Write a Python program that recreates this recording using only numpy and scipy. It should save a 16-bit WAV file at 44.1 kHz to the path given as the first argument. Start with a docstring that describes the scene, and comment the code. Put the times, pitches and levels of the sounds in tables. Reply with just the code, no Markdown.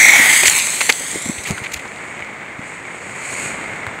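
"""A firecracker fuse spits and hisses close by, then fades as the listener backs away along a gravel path.
Its jet of sparks is combed by a shifting ground echo. Shoes scuff grit; a hand-held camera is bumped.
An outdoor rush remains, and far off the hiss swells once more.
The microphone's ring is a peak near 2 kHz in the spectra; the loudest peaks overload it."""
import sys
import numpy as np
from scipy import signal
from scipy.fft import rfft, irfft
from scipy.io import wavfile
from scipy.ndimage import map_coordinates

SR = 44100
rng = np.random.default_rng(int(sys.argv[2]) if len(sys.argv) > 2 else 0)


def transcribe(u):
    """Save the signal u as a 16-bit wav file named by the first command-line argument.

    u: samples, shape (n,) or (channels, n), limited to [-1, 1]; the rate is SR.
    q: integer samples, one column per channel.
    """
    v = np.clip(np.atleast_2d(u).T, -1, 1)
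    q = np.round(v * 32767).astype(np.int16)
    wavfile.write(sys.argv[1], SR, q)


N = 176400

# gravel spectrum: freq_hz, gain_db
GRIT_SPECTRUM = [(60, -22), (250, 10), (900, 4.5), (1400, -2.5), (2200, 11.5), (3200, -0.5), (4500, 0.5),
                 (5400, -5), (6800, 8.5), (8500, 1.5), (11000, -1), (16000, -4)]


def amp(db):
    """Decibels to gain."""
    return 10 ** (np.asarray(db) / 20)


def unit(x):
    """Scales to rms 1."""
    return x / np.sqrt(np.mean(x ** 2) + 1e-20)


def curve(rows, column=1):
    """One column of a time table, at every sample."""
    rows = np.array(rows)
    return np.interp(np.arange(N) / SR, rows[:, 0], rows[:, column])


def colour(x, spectrum, centre_hz=None, width_oct=None):
    """Filters by a spectrum, optionally narrowed to one band; rms 1."""
    freq_hz = np.fft.rfftfreq(len(x), 1 / SR) + 1
    points_hz, points_db = np.transpose(spectrum)
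    gain = amp(np.interp(np.log(freq_hz), np.log(points_hz), points_db))
    if centre_hz is not None:
        gain = gain / (1 + (np.log2(freq_hz / centre_hz) / width_oct) ** 2) ** 2
    return unit(irfft(rfft(x) * gain, len(x)))


def wander(slow_hz, fast_hz):
    """Random drift between two rates; rms 1."""
    freq_hz = np.fft.rfftfreq(N, 1 / SR) + 1e-3
    pink = rfft(rng.standard_normal(N)) / np.sqrt(freq_hz)
    return unit(irfft(pink / (1 + (freq_hz / fast_hz) ** 4) / (1 + (slow_hz / freq_hz) ** 4), N))


def crackle(per_s, spread_db, pop_share, size=N):
    """Tiny pops of uneven strength in smooth noise."""
    pops = rng.choice([-1., 1.], size) * (rng.random(size) < per_s / SR)
    pops *= amp(spread_db * np.minimum(rng.exponential(1, size), 5))
    return np.sqrt(pop_share) * unit(pops) + np.sqrt(1 - pop_share) * rng.standard_normal(size)


def add(mix, start_s, sound):
    """Mixes a sound in at start_s."""
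    part = mix[max(round(start_s * SR), 0):][:len(sound)]
    part += sound[:len(part)]


def outdoor_rush():
    """The even, slightly grainy rush of a wooded valley."""
    # time_s, level_db
    levels = [(0, -29.5), (1.3, -33), (1.9, -31.5), (2.2, -30.5), (2.5, -32), (3.0, -32), (3.2, -29.5),
              (3.42, -27), (3.6, -27.5), (3.78, -28), (4, -29.5)]
    # freq_hz, gain_db
    spectrum = [(20, -40), (45, -14), (80, -6.5), (160, -0.5), (300, -2), (550, -2), (850, -2.5),
                (1300, -3), (1750, -1.5), (2150, 4), (2450, -3.5), (2900, -12.5), (3700, -18.5),
                (5200, -30), (8000, -22), (10500, -42), (12600, -40), (13400, -45), (15700, -45)]
    rush = colour(crackle(per_s=900, spread_db=4.6, pop_share=0.18), spectrum)
    return rush * amp(curve(levels) + 0.62 * wander(slow_hz=5.4, fast_hz=90))


def far_hiss():
    """A thin distant hiss that brightens as it swells."""
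    # time_s, level_db
    levels = [(0, -70), (1.5, -51), (1.85, -43), (2.1, -41.5), (2.35, -47.5), (2.57, -49), (2.68, -39),
              (2.82, -44), (3.15, -36.5), (3.32, -28), (3.46, -27), (3.58, -37.5), (4, -46.5)]
    # freq_hz, gain_db
    spectrum = [(1500, -29), (2300, 5), (2800, -5), (3500, -20), (4400, -10.5), (5100, -19.5), (6200, -16),
                (6700, -2), (7400, -4.5), (8100, -0.5), (8800, -5.5), (9400, -21), (10100, -16),
                (11700, -27), (12600, -25), (14000, -33), (15200, -46)]
    hiss = colour(crackle(per_s=1400, spread_db=2.6, pop_share=0.18), spectrum)
    top = signal.sosfiltfilt(signal.butter(3, 9800, "high", fs=SR, output="sos"), hiss)
    level_db = curve(levels)
    top_gain = amp(0.5 * (level_db - level_db.max()))
    return (hiss + top * (top_gain - 1)) * amp(level_db + 0.52 * wander(slow_hz=6.7, fast_hz=100))


def camera_bumps():
    """Steps and handling knock the camera through the body, each with a rub of cloth."""
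    # time_s, level_db, pitch_hz, half_length_s
    knocks = [(.2, -14.5, 250, 0.002), (.436, -19.5, 364, 0.0048), (.484, -28, 76, 0.011),
              (1.008, -26, 540, 0.0025), (1.159, -13, 343, 0.0012), (1.262, -16.5, 221, 0.002),
              (1.298, -12, 210, .004), (1.392, -29, 90, 0.0069), (1.509, -9, 166, 0.0022),
              (1.525, -24, 90, 0.014), (1.62, -23, 135, 0.0037), (1.765, -32.5, 78, 0.0095),
              (2.594, -20, 188, 0.0022), (3.879, -25.5, 109, 0.0055)]
    # freq_hz, gain_db
    cloth_spectrum = [(40, -15), (130, -2.5), (330, -2), (600, -10.5), (1200, -13), (5000, -48)]
    rub_db, rub_fade_s = -15, 0.017
    out, t = np.zeros(N), np.arange(-4096, 4096) / SR
    for time_s, level_db, pitch_hz, half_length_s in knocks:
        knock = -np.sin(2 * np.pi * pitch_hz * t) / np.cosh(np.clip(1.5 * t / half_length_s, -50, 50))
        cloth = colour(rng.standard_normal(len(t)), cloth_spectrum)
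        rub = amp(rub_db) * cloth * np.exp(-abs(t) / rub_fade_s)
        add(out, time_s + t[0], amp(level_db) * (knock + rub))
    return out


def shoe_scuffs():
    """Soles grind the grit in short bursts."""
    # start_s, length_s, level_db, centre_hz, width_oct
    scuffs = [(0.328, 0.011, -15, 6460, 0.95), (0.431, .007, -12.5, 1500, 2.7),
              (0.455, .004, -7.5, 2530, 2.3), (.467, 0.014, -9.5, 5300, 1.3),
              (0.588, 0.011, -16.5, 3500, 1.2), (0.8072, 0.0068, -9, 1770, 1.9),
              (0.8926, 0.0082, -4.5, 1690, 2.06), (1.381, .007, -26, 2560, 0.84),
              (1.435, 0.0066, -30, 4500, 1.5), (1.453, 0.03, -23.5, 2300, 1.1),
              (1.47, 0.029, -26, 2880, 2.8), (1.577, 0.0027, -22, 1450, 0.3),
              (1.636, 0.013, -25, 2400, 1.4), (1.658, 0.0088, -24, 2340, 0.97),
              (1.719, .004, -26.5, 3500, 1.9), (1.735, 0.0066, -22.5, 4100, 3),
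              (1.759, 0.017, -33.5, 2970, 1.9), (1.791, 0.0055, -28, 1800, 1.9),
              (2.223, 0.00072, -25.5, 2180, 0.74)]
    rise_share, fall_s = 0.19, 0.0051
    out, t = np.zeros(N), np.arange(-4096, 4096) / SR
    for start_s, length_s, level_db, centre_hz, width_oct in scuffs:
        grains = crackle(per_s=3500, spread_db=2.8, pop_share=0.5, size=len(t))
        grit = colour(grains, GRIT_SPECTRUM, centre_hz, width_oct)
        rise = 0.5 + 0.5 * np.tanh(t / (rise_share * length_s))
        fall = np.exp(-np.maximum(t - length_s, 0) / fall_s)
        add(out, start_s + t[0], amp(level_db) * grit * rise * fall)
    return out


def stone_snaps():
    """Single stones snap underfoot: a tick with a brief noise tail."""
    # start_s, peak_db, centre_hz, width_oct
    snaps = [(0.377, -2, 7000, 1.5), (0.4814, 16, 2570, 1.4), (0.499, 6.5, 6500, 0.49),
             (.5875, -3, 11400, 0.29), (0.9252, 0.5, 4370, 0.83), (1.115, -10, 5000, 1.9),
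             (1.509, -5, 3950, 1.4), (1.519, -13, 4000, 1.4), (1.582, -10.5, 3000, 1.1),
             (1.6695, -17, 2080, .7), (1.74, -12, 5500, 0.73), (1.744, -5.5, 3130, 1.3),
             (1.879, -24, 4200, 0.86), (1.962, -19, 3500, .9), (1.986, -25, 3500, .9), (2.04, -26, 2500, 1),
             (2.194, -19, 2800, 1.6), (2.247, -24, 3000, 1.2), (2.592, -30, 4000, 1.2),
             (3.8673, -7.5, 1020, 1.4)]
    decay_s = 0.0006
    out, t = np.zeros(N), np.arange(-4096, 4096) / SR
    tick = 5.0 * (t == 0)
    for start_s, peak_db, centre_hz, width_oct in snaps:
        tail = rng.standard_normal(len(t)) * (t >= 0) * np.exp(-abs(t) / decay_s)
        snap = colour(tick + tail, GRIT_SPECTRUM, centre_hz, width_oct)
        add(out, start_s + t[0], amp(peak_db) * snap / abs(snap).max())
    return out


def ground_echo(direct):
    """Uneven ground returns a delayed copy; the shifting lag sweeps a comb filter."""
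    # time_s, lag_ms
    lags = [(0, .49), (.1, .52), (.2, .58), (.3, .617), (.44, .615), (.56, .76), (.62, .795), (.85, .684),
            (1.05, .61), (1.35, .5), (1.7, .43)]
    lag_samples = curve(lags) * SR / 1000
    echo = map_coordinates(direct, [np.arange(N) - lag_samples], order=3)
    echo_gain = 0.4 * (1 + 0.25 * wander(slow_hz=1, fast_hz=20))
    return (direct + echo_gain * echo) / np.hypot(1, echo_gain)


def spark_jet():
    """Dense, sputtering pops; larger sparks flare the jet for an instant."""
    spits_per_s, spit_decay_s, sputter_db = 50, 0.0017, 0.43
    spits = (rng.random(N) < spits_per_s / SR) * np.minimum(rng.exponential(1, N), 3)
    flare = 1 + 0.65 * signal.lfilter([1], [1, -np.exp(-1 / (spit_decay_s * SR))], spits)
    sparks = crackle(per_s=2500, spread_db=2.5, pop_share=0.3)
    return sparks * flare * amp(sputter_db * wander(slow_hz=4.9, fast_hz=250))


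def fuse():
    """One burning jet gives roar, hiss, top fizz and an edge heard only from very close."""
    # time_s, roar_db, hiss_db, fizz_db
    levels = [(0, -10, -18, -29), (.15, -7.5, -20.5, -27), (.27, -11.5, -18, -24),
              (.4, -14.5, -14.5, -25.5), (.57, -18.5, -17.5, -28.5), (.66, -26.5, -21.5, -36),
              (.85, -28, -21.5, -34.5), (1.0, -36, -28, -41), (1.15, -34, -26, -45), (1.42, -46, -33, -52),
              (1.56, -36, -37, -56), (1.85, -64, -48.5, -66), (2.4, -68, -66, -83)]
    # each: freq_hz, gain_db
    roar_spectrum = [(30, -56), (90, -31.5), (220, -21), (450, -24), (850, -9), (1300, -16.5),
                     (1650, -14.5), (1900, -1), (2130, 4), (2400, -2), (2800, -16.5), (3500, -17.5),
                     (4400, -25), (5500, -36), (9000, -60)]
    hiss_spectrum = [(300, -64), (2000, -14), (3000, -10), (3700, -10), (4400, -7), (5050, -16.5),
                     (5650, -14.5), (6400, -2.5), (7000, -5), (7700, 1.5), (8400, -0.5), (9000, -6.5),
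                     (9700, -13), (10700, -16.5), (12200, -34), (16000, -45)]
    fizz_spectrum = [(6000, -68), (9500, 5), (10900, 3), (12200, 1.5), (13200, 2.5), (14400, -1),
                     (15700, -1)]
    edge_spectrum = [(4900, -45), (5400, -15), (5750, 4), (6150, 0), (6600, 4), (7300, -7), (8200, -16),
                     (10000, -26), (15500, -15)]
    edge_db, edge_until_s, edge_fade_s = -20.5, 0.22, 0.05
    jet = spark_jet()
    roar = colour(jet, roar_spectrum) * amp(curve(levels) + 0.55 * wander(slow_hz=11, fast_hz=120))
    hiss = colour(jet, hiss_spectrum) * amp(curve(levels, column=2))
    fizz = colour(jet, fizz_spectrum) * amp(curve(levels, column=3))
    nearness = 0.5 - 0.5 * np.tanh((np.arange(N) / SR - edge_until_s) / edge_fade_s)
    edge = colour(jet, edge_spectrum) * amp(edge_db) * nearness
    return roar + (hiss + fizz + edge) * amp(0.57 * wander(slow_hz=2.3, fast_hz=50))


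def scene():
    """All sources at one microphone."""
    mix = ground_echo(fuse()) + far_hiss() + outdoor_rush()
    return (mix + shoe_scuffs() + stone_snaps() + camera_bumps())[None]


def record(dry):
    """Soft overload at full scale, then a band limit."""
    knee, cutoff_hz = 7, 15750
    clipped = dry / (1 + abs(dry) ** knee) ** (1 / knee)
    lowpass = signal.firwin(801, cutoff_hz, window=("kaiser", 9), fs=SR)
    return signal.oaconvolve(clipped, lowpass[None], "same")


dry = scene()
out = record(dry)
transcribe(out)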